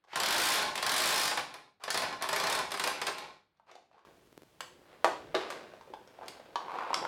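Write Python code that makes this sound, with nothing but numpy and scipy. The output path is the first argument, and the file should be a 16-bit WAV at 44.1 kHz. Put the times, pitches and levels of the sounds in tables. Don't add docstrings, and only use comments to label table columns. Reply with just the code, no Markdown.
import sys
import numpy as np
from scipy import signal
from scipy.io import wavfile

SR = 44100
rng = np.random.default_rng(int(sys.argv[2]) if len(sys.argv) > 2 else 0)


def makeup_ratio(level_db):
    decades = np.asarray(level_db, float) / 20
    return 10 ** decades


def to_wav(sig):
    pcm = np.clip(np.atleast_2d(sig), -1, 1) * 32767
    pcm = np.round(pcm).astype(np.int16)
    wavfile.write(sys.argv[1], SR, pcm.T)


N = 311787

CUT_S = 4.05

# frequency in Hz, level in dB.
QUIET_TONE = [(15, -42), (25, -9), (97, 7.5), (373, 0), (1260, -3.5), (4370, -12), (5730, -27.5),
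              (16000, -29)]
LOUD_TONE = [(15, -66), (25, -6.5), (97, -0.5), (161, 0), (206, -5), (503, -10.5), (1700, -20), (2160, -19),
             (2760, -16), (16000, -27)]
QUIET_TONE_DB, LOUD_TONE_DB = -81, -68.5
# frequency in Hz, t60 in seconds.
GARAGE_T60 = [(150, 0.8), (500, 0.4), (1500, 0.34), (3500, 0.42), (7000, 0.42), (14000, 0.3)]
# time in seconds, level in dB.
SHUDDER_LEVEL = [
    (4.95, -95),
    (5.1, -70),
    (5.3, -53),
    (5.42, -70),
    (5.6, -95),
]
# time in seconds, level in dB.
FINGER_POPS = [(4.26, -56), (4.272, -51), (4.311, -62.5), (4.326, -43.5), (4.369, -51), (4.376, -33.5),
               (4.383, -61), (4.393, -51.5), (4.419, -41), (4.432, -41.5)]

# frequency in Hz, level in dB.
SHUFFLE_COLOUR = [(18, -44.5), (30, -24), (255, -3), (454, 0), (520, -1.5), (1390, -30.5), (1590, -16),
                  (3000, -28.5), (3900, -39.5), (6600, -120)]
GRIT_COLOUR = [(120, -50), (200, -40), (447, -9.5), (579, -7), (1000, -9), (1500, -12), (2610, -17),
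               (4800, -24), (6000, -33), (12000, -48), (15600, -77), (22000, -120)]
# hardest moment in seconds, seconds to swell 20 dB, seconds to fade 20 dB,
# low shuffle in dB, gritty scrape in dB.
STROKES_OF_TOOLS = [(3.685, .015, .16, -73, -57), (3.93, .02, .2, -75, -64), (4.055, .005, .2, -63, -60),
                    (4.62, .01, .3, -66, -70), (4.92, .12, .3, -68, -62), (5.06, .01, .4, -54, -50),
                    (5.36, .01, .21, -52, -33), (5.52, .01, .2, -56, -43), (6.27, .12, .3, -63, -53),
                    (6.8, .18, .3, -52, -48), (6.93, .2, .3, -49, -48)]
SHUFFLE_FOLLOWS = 0.6
# from and to in seconds, shuffle from and to in dB, scrape from and to in dB.
FIDGETING = (4.05, 5.3, -80, -65, -74, -63)

# frequency in Hz, level in dB.
CONCRETE_TICK = [(300, -29), (1500, 0), (3500, -0.5), (6000, -4.5), (9000, -11), (16000, -26)]
# time in seconds, level in dB, body in Hz.
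DULL_BUMPS = [(3.597, -58, 950), (3.669, -63, 950), (3.913, -59.5, 840), (5.874, -49, 470),
              (5.901, -45, 382), (6.188, -45, 740), (6.211, -44, 760), (6.219, -46, 800), (6.226, -46, 900),
              (6.232, -41, 1000), (6.241, -44, 850), (6.36, -52, 620), (6.397, -48, 640), (6.604, -40, 950),
              (6.616, -42, 1000), (6.681, -37, 970), (6.695, -39, 1050), (6.706, -39, 1050),
              (6.717, -35.5, 942), (6.739, -37, 1030), (6.745, -37, 1030), (6.755, -36, 800),
              (6.786, -31, 1000), (6.806, -35, 1000), (6.812, -36, 1050), (6.825, -34, 990),
              (6.832, -36, 1000), (6.85, -39, 1000), (6.872, -40, 950), (6.897, -38, 1100),
              (6.904, -29.5, 900), (6.93, -27, 1050), (7.025, -33, 778), (7.038, -36, 800),
              (7.05, -26.5, 960)]
BUMP_TREBLE_DB, BUMP_TREBLE_HZ = -33, 2200
# time in seconds, level in dB, body in Hz, treble in dB, treble in Hz.
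TOOL_CLINKS = [(.039, -63, 1130, -62, 2200), (.047, -63, 800, -64, 1700), (.083, -60, 755, -63, 2350),
               (3.548, -72, 900, -76, 1500), (3.571, -76, 1220, -71, 3870), (3.713, -55, 608, -47, 2280),
               (3.753, -48, 650, -49, 4280), (3.98, -60, 1080, -66, 2400), (3.991, -60, 1150, -66, 3200),
               (4.049, -54, 1120, -58, 3160), (5.736, -44, 662, -53, 2400), (5.81, -46, 900, -54, 3440),
               (5.936, -38.5, 870, -46, 3260), (6.074, -52, 544, -52, 5400), (6.259, -60, 1100, -52, 6200),
               (6.659, -45, 824, -52, 2660)]
# time in seconds, level in dB, crack in dB, t60 of the clatter in seconds, ring in dB.
HEAVY_DROPS = [
    (4.606, -24, -31, 0.035, -5),
    (5.045, -5, -28, 0.06, -2),
    (5.3445, -19, -50, 0.03, -5),
    (5.3495, -12, -38, .06, -5),
    (5.503, -21, -38, .12, -6),
    (6.282, -26, -38, 0.04, -2),
    (6.5574, -19, -46, 0.04, 1),
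    (6.9426, -11, -33, 0.015, -5),
]
# frequency in Hz, width in Hz, level in dB.
DROPPED_PARTS = [
    [(608, 120, 8), (1320, 140, 7), (2670, 120, 9), (3540, 48, -17), (5400, 22, -35), (6260, 42, -10.5)],
    [(410, 50, -1), (530, 90, -13), (655, 16, 1), (770, 18, 2), (958, 20, 0), (1238, 24, -2),
     (1500, 60, -8), (1820, 50, -9), (2444, 60, -12), (3068, 40, -19), (3650, 18, -22), (4600, 40, -24),
     (6000, 160, -27)],
    [(390, 30, 5), (657, 30, 0), (840, 30, -2), (1200, 40, -7), (2400, 130, -16)],
    [(390, 25, 2), (657, 18, 0), (840, 14, -3), (1200, 30, -4), (1733, 45, -8), (2500, 80, -11),
     (3900, 200, -8), (4700, 150, -12), (5600, 300, -22)],
    [(600, 80, -4), (1230, 90, 0), (2310, 150, -6), (4000, 200, -14), (7000, 300, -16)],
    [(1000, 90, -1), (2100, 200, 0), (2800, 90, 0), (3200, 110, 1), (4550, 70, 0), (6600, 200, -4),
     (11000, 400, -10)],
    [(964, 32, 4), (1136, 45, 5), (1696, 45, -10), (2891, 60, -12), (3042, 50, -8), (4400, 90, -10),
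     (5308, 90, -14), (6395, 90, -19), (7400, 300, -32)],
    [(900, 200, 4), (1280, 98, 6.5), (2600, 200, -5), (3400, 200, -3), (4500, 250, -3), (5300, 90, 3),
     (6600, 200, -14), (9300, 150, -12), (11500, 300, -28)],
]

# start in seconds, length in seconds, from Hz, to Hz, level in dB.
GLIDING_SQUEAKS = [
    (1.797, .04, 550, 1450, -56),
    (3.675, .04, 650, 1500, -60),
    (3.757, .045, 850, 550, -61),
    (3.925, .08, 650, 1200, -67),
]

# pressed in seconds, let go in seconds, top mesh in Hz, rattle in dB, whine in dB.
TRIGGER_PULLS = [
    (.07, .59, 3800, -28, -31),
    (.71, 1.15, 3800, -29, -33),
    (1.3, 1.54, 1800, -48, -64),
    (1.799, 1.84, 1900, -90, -47),
    (1.83, 2.06, 2500, -34, -48),
    (2.16, 2.56, 2600, -32, -47),
    (2.64, 2.98, 2500, -41, -50),
    (2.93, 3.2, 2700, -42, -49),
    (3.665, 3.712, 2000, -90, -58),
]
IDLE_HZ = 500
FREE_SHARE, FREE_S, LOADED_S, COAST_S = 0.55, 0.05, 0.25, 0.3
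BITE_S, RATTLE_RISE_S, RATTLE_POWER = 0.05, 0.085, 2.2
RATTLE_FALL_DB_PER_S, STOP_DB_PER_S2 = 55, 280
WHINE_DB_PER_KHZ, WHINE_FALL_DB_PER_S = 14, 80
# frequency in Hz, level in dB.
WINDAGE_COLOUR = [(250, -25), (700, -2), (1500, 0), (2800, -2), (3500, -10), (4600, -7), (6000, -16),
                  (16000, -40)]

# frequency in Hz, width in Hz, level in dB.
FRAME_MODES = [(647, 22, 0), (864, 26, 1), (915, 20, 0), (1070, 28, 5), (1383, 22, 1), (1486, 30, -3),
               (1725, 20, 0), (1902, 26, -3), (2235, 35, -2), (2390, 24, -3), (3397, 18, -4),
               (3715, 26, -5), (4008, 26, -6), (4180, 26, -4)]
RESEATED_MODES = [(655, 14, -3), (840, 25, -6), (1060, 22, -2), (1725, 22, -2), (1920, 24, -6),
                  (2390, 30, -10), (3400, 25, -14), (4180, 40, -10), (4900, 80, -14)]
LOOSENED_MODES = [(662, 45, 0), (840, 49, -1), (1070, 62, 0), (1720, 37, -1), (1900, 52, -3),
                  (2200, 62, -6), (2500, 44, -5), (2830, 87, -7), (3230, 55, -8), (4200, 150, -9),
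                  (4970, 22, -10)]
RESEAT_S, LOOSEN_S = 1.8, 2.65
# frequency in Hz, width in Hz, level in dB.
SLACK_PLATE = (402, 3.8, -9.5)
# frequency in Hz, width in Hz, level in dB.
ANVIL_MODES = [(6200, 120, -19.5), (7000, 54, 0), (7240, 69, 3.5), (8390, 48, 4.5), (9980, 75, 6)]
# frequency in Hz, level in dB.
CRACK_COLOUR = [(300, -24), (1500, 3.5), (3000, 2.5), (4300, 5), (5400, 3), (6300, -4), (10000, -7),
                (16000, -19.5)]
# frequency in Hz, level in dB.
LOOSE_COLOUR = [(35, -72), (60, -12), (238, -15), (566, -7.5), (651, -4), (900, -2.5), (1070, -.5),
                (1400, -8), (2200, -10), (4970, -16.5), (16000, -56.5)]
# time in seconds, crack in dB, frame ring in dB.
THROTTLE_BLOWS = [(0.157, -26, -28), (0.2004, -24, -28), (0.2334, -25, -28), (0.2588, -25, -28),
                  (0.2848, -27, -28), (0.3057, -24, -28), (0.3244, -24, -28), (0.3434, -28, -28),
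                  (0.3616, -26, -28), (0.3805, -23, -28), (0.3985, -23, -28), (0.417, -24, -28),
                  (0.4354, -23, -28), (0.4534, -23, -28), (0.4694, -26, -28), (0.4854, -23, -28),
                  (0.5024, -24, -28), (0.5194, -23, -28), (0.5374, -23, -28), (0.5554, -24, -28),
                  (0.5824, -27, -28), (0.623, -26, -28), (0.826, -26, -28), (0.8639, -24, -28),
                  (0.8929, -24, -28), (0.9173, -23, -28), (0.9398, -25, -28), (0.9627, -25, -28),
                  (0.9794, -24, -28), (1.0011, -25, -28), (1.0184, -24, -28), (1.0374, -24, -28),
                  (1.0564, -23, -28), (1.0734, -25, -28), (1.0894, -25, -28), (1.1054, -25, -28),
                  (1.1238, -25, -28), (1.1414, -27, -28), (1.1588, -24, -28), (1.1772, -22, -28),
                  (1.1954, -24, -28), (1.2144, -25, -28), (1.2334, -25, -28), (1.2535, -25, -28),
                  (1.2775, -25, -28), (1.3124, -31, -28)]
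RUN_LIFT_DB, TOP_GAP_S = 7, 0.017
CRACK_PER_SPEED = 0.9
# time in seconds, crack in dB, frame ring in dB.
FEATHERED_BLOWS = [(1.9031, -22, -39), (1.943, -27, -24.5), (1.9739, -23, -30), (2.0194, -31.5, -29),
                   (2.2882, -27, -28.5), (2.3286, -25, -25), (2.361, -24, -28.5), (2.3989, -26.5, -29),
                   (2.4374, -28, -26), (2.4693, -25.5, -26), (2.4982, -23.5, -31), (2.5247, -23, -27),
                   (2.5501, -24, -34), (2.589, -29.5, -28), (2.796, -26, -27.5), (2.8379, -24.5, -27),
                   (2.8739, -22.5, -27.5), (3.0674, -26.5, -30)]
REBOUND_S, REBOUND_CRACK_DB, REBOUND_FRAME_DB = 0.023, -17, -14
# time in
# seconds, crack in dB, frame ring in dB.
SLACK_AND_STRAY_BLOWS = [(.1304, -70, -36.5), (.172, -32, -34), (.7547, -29, -34), (.7764, -32, -28),
                         (1.315, -45, -27), (1.3728, -30, -24), (1.3922, -38.5, -38.5), (1.5399, -41, -42),
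                         (1.8367, -35, -36.5), (1.8781, -43.5, -31), (2.0354, -37, -30.5), (2.1254, -46, -35.5),
                         (2.2104, -56, -35.5), (2.2223, -26.5, -30), (2.2384, -47, -31), (2.7065, -40, -45),
                         (2.7177, -31, -33), (2.7402, -35.5, -29.5), (2.7731, -36.5, -38.5), (2.8654, -46, -28.5),
                         (3.015, -30, -28), (3.0797, -38, -27), (3.1827, -37.5, -41)]

CEILING_DB, SAG_FROM_DB, SAG_SLOPE, SAG_S = -24, -33, 0.48, 0.022
GATE_FROM_DB, GATE_SLOPE, GATE_MIDDLE_S, GATE_UNTIL_S = -56, 0.4, 2, 3.56
# frequency in Hz, level in dB.
AFTER_CLIP_COLOUR = [(30, -15.5), (150, -2.5), (500, 0.5), (4000, -0.5), (10000, 0.5), (15000, 2.5),
                     (16600, -11)]


def evened(x):
    return x / np.sqrt(np.mean(x ** 2) + 1e-20)


def read(points, hz):
    f, value = np.transpose(points)
    return np.interp(np.log(hz + 1), np.log(f + 1), value)


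def taps_of(points):
    gain_db = np.maximum(read(points, abs(np.fft.fftfreq(4096, 1 / SR))), -100)
    log_gain = np.log(makeup_ratio(gain_db))
    phase = signal.hilbert(log_gain).imag
    taps = np.fft.ifft(np.exp(log_gain - 1j * phase)).real[:2048]
    return taps / np.linalg.norm(taps)


def coloured(x, points):
    x = np.atleast_2d(x)
    return signal.fftconvolve(x, taps_of(points)[None], axes=1)[:, :x.shape[1]].squeeze()


def add(mix, s, sound):
    part = mix[round(s * SR):][:len(sound)]
    part += sound[:len(part)]


def resonate(x, hz, width):
    turn = np.exp(2j * np.pi * np.cumsum(hz * np.ones(len(x))) / SR)
    r = np.exp(-np.pi * width / SR)
    return 2 * (turn * signal.lfilter([1 - r], [1, -r], x / turn)).real


def ring(modes, t, detune):
    hz, db, t60 = np.transpose(modes)[:, :, None]
    luck, phase, off = rng.random((3, len(modes), 1))
    cycles = hz * (1 + detune * (2 * off - 1)) * t + phase * (hz > 2000)
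    decay = np.exp(-np.log(1000) * t / t60)
    x = (makeup_ratio(db - 2.3 * luck) * decay * np.sin(2 * np.pi * cycles)).sum(0)
    return x / abs(x).max()


def burst(t, rise, t60):
    return (1 - np.exp(-t / rise)) * makeup_ratio(-60 * t / t60)


def grains(per_s, spread_db):
    size_db = spread_db * np.minimum(rng.exponential(1, N), 4)
    size = makeup_ratio(size_db) * rng.choice([-1, 1], N)
    return size * (rng.random(N) < per_s / SR)


def clank(modes, t, t60, ring_db):
    first_hz, _, first_db = modes[0]
    last_hz, _, last_db = modes[-1]
    colour = [(0.28 * first_hz, first_db - 22)] + [(f, d) for f, w, d in modes]
    colour += [(2.3 * last_hz, last_db - 20), (20000, last_db - 56)]
    rattle = rng.standard_normal(len(t)) * burst(t, 0.00048, t60)
    contact = t == 0
    clatter = coloured(contact + 1.8 * rattle / np.linalg.norm(rattle), colour)
    lasting = ring([(f, d, 2.43 / (w + 4)) for f, w, d in modes] * 2, t, 0.012)
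    return clatter / abs(clatter).max() + makeup_ratio(ring_db) * lasting


def room_tone(early):
    noise = rng.standard_normal(N)
    quiet = makeup_ratio(QUIET_TONE_DB) * coloured(noise, QUIET_TONE)
    loud = makeup_ratio(LOUD_TONE_DB) * coloured(noise, LOUD_TONE)
    return np.where(early, quiet, loud)


def garage(x):
    out = np.zeros(N)
    turns_per_s = np.where(np.arange(N) < CUT_S * SR, 11, 37)
    turn = np.cumsum(turns_per_s) / SR
    for k in range(3):
        taps = np.zeros(SR)
        at = np.arange(250, SR - 20, 20)
        taps[at + rng.integers(0, 20, len(at))] = rng.choice([-1., 1.], len(at))
        hz, t, z = signal.stft(taps, SR, nperseg=256)
        decay = makeup_ratio(-60 * t / read(GARAGE_T60, hz)[:, None])
        tail = signal.istft(z * decay, SR, nperseg=256)[1]
        share = np.sqrt(2 / 3) * np.cos(np.pi * (turn + k / 3))
        out += signal.fftconvolve(x * share, tail / np.linalg.norm(tail))[:N]
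    return out


def shudder():
    s, db = np.transpose(SHUDDER_LEVEL)
    band = signal.butter(2, [25, 120], "band", fs=SR)
    rumble = signal.lfilter(*band, rng.standard_normal(N))
    return evened(rumble) * makeup_ratio(np.interp(np.arange(N) / SR, s, db, -120, -120))


def pops():
    out, t = np.zeros(N), np.arange(600) / SR
    swing = 0.98 * np.sin(2 * np.pi * 330 * t) * np.exp(-t / 0.0016)
    push = swing - np.exp(-t / 0.00011)
    for s, db in FINGER_POPS:
        add(out, s + 0.0015, makeup_ratio(db - 1) * push)
    return out


def effort():
    t = np.arange(N) / SR
    s, swell, fade, low_db, grit_db = np.transpose(STROKES_OF_TOOLS)[:, :, None]
    down_db = -20 * np.maximum((s - t) / swell, (t - s) / fade)
    steady_low = makeup_ratio(np.interp(t, FIDGETING[:2], FIDGETING[2:4], -120))
    steady_grit = makeup_ratio(np.interp(t, FIDGETING[:2], FIDGETING[4:], -120))
    low = steady_low + makeup_ratio(low_db + SHUFFLE_FOLLOWS * down_db).max(0)
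    return low, steady_grit + makeup_ratio(grit_db + down_db).max(0)


def dragging():
    low_gain, grit_gain = effort()
    t = np.arange(N) / SR
    low = evened(coloured(grains(900, 4.8), SHUFFLE_COLOUR)) * low_gain * makeup_ratio(-2.5)
    grit = coloured(grains(1100, 2.7), GRIT_COLOUR)
    pitch = 1.8 * evened(resonate(grit, 1020, 300)) + 0.45 * evened(resonate(grit, 2300, 1200))
    rasp = evened(grit) + pitch * (t > 6.6)
    return low + rasp * grit_gain * makeup_ratio(-4.5)


def knocks():
    out, t = np.zeros(N), np.arange(4000) / SR
    rows = [(s, db, hz, db + BUMP_TREBLE_DB, BUMP_TREBLE_HZ) for s, db, hz in DULL_BUMPS]
    rows = rows + list(TOOL_CLINKS)
    soft_tick = list(CONCRETE_TICK[:4]) + [(9000, -18), (16000, -36)]
    ticks = coloured(rng.standard_normal((len(rows), len(t))), soft_tick) * burst(t, 0.00027, 0.038)
    for (s, db, hz, treble_db, treble_hz), tick in zip(rows, ticks):
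        body = clank([(hz, 170, 0)], t, 0.022, ring_db=1.5)
        clink = clank([(treble_hz, 200, 0)], t, 0.036, ring_db=-1)
        add(out, s + 0.001, makeup_ratio(db + 1) * body + makeup_ratio(treble_db) * (0.55 * clink + 0.44 * tick))
    return out


def drops():
    out, t = np.zeros(N), np.arange(9000) / SR
    noise = rng.standard_normal((len(HEAVY_DROPS), len(t)))
    cracks = coloured(noise, CONCRETE_TICK) * burst(t, 0.0006, 0.021)
    for (s, db, crack_db, t60, ring_db), modes, crack in zip(HEAVY_DROPS, DROPPED_PARTS, cracks):
        part = clank(modes, t, 0.95 * t60, ring_db)
        add(out, s, makeup_ratio(db - 4.5) * part + makeup_ratio(crack_db + 0.5) * crack)
    return out


def squeaks():
    out = np.zeros(N)
    for s, length, from_hz, to_hz, db in GLIDING_SQUEAKS:
        u = np.arange(0, 1, 1 / (length * SR))
        hz = from_hz + (to_hz - from_hz) * u
        air = rng.standard_normal(len(u))
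        whistle = evened(resonate(resonate(air, hz, 200), hz, 200))
        add(out, s, makeup_ratio(db) * np.sin(np.pi * u ** 0.8) * whistle)
    return out


def trigger():
    t = np.arange(N) / SR
    pressed, let_go, top_hz, rattle_db, whine_db = np.transpose(TRIGGER_PULLS)[:, :, None]
    held = np.clip(t, pressed, let_go) - pressed
    after = np.maximum(t - let_go, 0)
    spin = 1 - FREE_SHARE * np.exp(-held / FREE_S) - (1 - FREE_SHARE) * np.exp(-held / LOADED_S)
    hz = IDLE_HZ + (top_hz - IDLE_HZ) * spin * np.exp(-after / COAST_S)
    stop_db = STOP_DB_PER_S2 * after ** 2
    slow_db = WHINE_DB_PER_KHZ * (top_hz - hz) / 1e3
    whine = (t > pressed) * makeup_ratio(whine_db - slow_db - WHINE_FALL_DB_PER_S * after - stop_db)
    bite = (1 - np.exp(-np.maximum(held - BITE_S, 0) / RATTLE_RISE_S)) ** RATTLE_POWER
    rattle = bite * makeup_ratio(rattle_db - RATTLE_FALL_DB_PER_S * after - stop_db)
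    loudest = whine.argmax(0)
    return hz[loudest, np.arange(N)], whine.max(0), rattle.max(0)


def motor():
    t = np.arange(6000) / SR
    hz, whine_gain, rattle_gain = trigger()
    drive = grains(4000, 4.7)
    frame = sum(makeup_ratio(d - 30 * w * t) * np.sin(2 * np.pi * f * t) * w for f, w, d in FRAME_MODES)
    rattle = evened(coloured(drive, LOOSE_COLOUR)) + 1.3 * evened(signal.fftconvolve(drive, frame)[:N])
    mesh = evened(resonate(resonate(drive, hz, 1000), hz, 1000))
    mesh = mesh + 0.1 * evened(resonate(drive, 2 * hz, 1500))
    windage = 1.1 * coloured(rng.standard_normal(N), WINDAGE_COLOUR)
    return evened(rattle) * rattle_gain * makeup_ratio(-4) + (mesh + windage) * whine_gain


def blows():
    s, crack_db, frame_db = np.transpose(THROTTLE_BLOWS)
    gap = np.diff(s)
    nearest = np.minimum(np.append(gap, 1), np.append(1, gap))
    speed_db = 20 * np.log10(TOP_GAP_S / nearest)
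    runs = list(zip(s, crack_db + RUN_LIFT_DB + CRACK_PER_SPEED * speed_db, frame_db))
    rebounds = [(s + REBOUND_S, c + REBOUND_CRACK_DB, f + REBOUND_FRAME_DB) for s, c, f in FEATHERED_BLOWS]
    return runs + list(FEATHERED_BLOWS) + rebounds + list(SLACK_AND_STRAY_BLOWS)


def frame_at(s):
    if s < RESEAT_S:
        return list(FRAME_MODES)
    return list(RESEATED_MODES if s < LOOSEN_S else LOOSENED_MODES) + [SLACK_PLATE]


def hammer():
    out, t, hits = np.zeros(N), np.arange(4500) / SR, blows()
    shape = (len(hits), len(t))
    cracks = coloured(rng.standard_normal(shape), CRACK_COLOUR) * burst(t, 0.0006, 0.038)
    chatters = coloured(rng.standard_normal(shape), LOOSE_COLOUR) * burst(t, 0.00089, 0.13)
    push = -np.sin(2 * np.pi * 1800 * t) * makeup_ratio(-60 * t / 0.0058)
    fade = np.cos(np.pi / 2 * t / t[-1])
    for (s, crack_db, frame_db), crack, chatter in zip(hits, cracks, chatters):
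        anvil = ring([(f, db, 2.4 / (w + 200)) for f, w, db in ANVIL_MODES] * 4, t[:1500], 0.15)
        frame = ring([(f, db, 2.0 / (w + 6)) for f, w, db in frame_at(s)], t, 0.002)
        frame = frame * burst(t, 0.0006, 1.0)
        shim = ring([(1800, 0, 0.06)] * 3, t, 0.4)
        add(out, s + 0.0005, makeup_ratio(crack_db + 12.5) * 0.19 * anvil)
        add(out, s + 0.0005, makeup_ratio(crack_db + 5) * (0.52 * crack + 0.71 * push))
        add(out, s + 0.0005, fade * makeup_ratio(frame_db + 3.5) * (frame + 0.45 * chatter + 0.3 * shim))
    return out


def scene():
    wrench = hammer() + motor() + squeaks()
    high_pass = signal.butter(3, 330, "high", fs=SR)
    tools = signal.lfilter(*high_pass, knocks() + drops()) + dragging()
    echoes = garage(makeup_ratio(-4.5) * wrench + makeup_ratio(-4) * tools)
    return (wrench + tools + echoes + pops() + shudder())[None]


def overload(dry):
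    over = dry / makeup_ratio(CEILING_DB)
    flat = makeup_ratio(CEILING_DB) * over / (1 + abs(over) ** 4) ** (1 / 4)
    keep = np.exp(-1 / (SAG_S * SR))
    power_db = 10 * np.log10(signal.lfilter([1 - keep], [1, -keep], flat ** 2) + 1e-12)
    sag_db = SAG_SLOPE * np.maximum(power_db - SAG_FROM_DB, 0)
    gated = abs(np.arange(N) / SR - GATE_MIDDLE_S) < GATE_UNTIL_S - GATE_MIDDLE_S
    gate_db = GATE_SLOPE * gated * np.maximum(GATE_FROM_DB - power_db, 0)
    return flat / makeup_ratio(sag_db + gate_db)


def top_cut(x):
    return signal.sosfilt(signal.butter(12, 16990, fs=SR, output="sos"), x)


def record(dry):
    early = np.arange(N) < CUT_S * SR
    captured = np.where(early, overload(dry), dry)
    mix = coloured(captured, AFTER_CLIP_COLOUR) + room_tone(early)
    return top_cut(mix[None])


dry = scene()
out = record(dry)
to_wav(out)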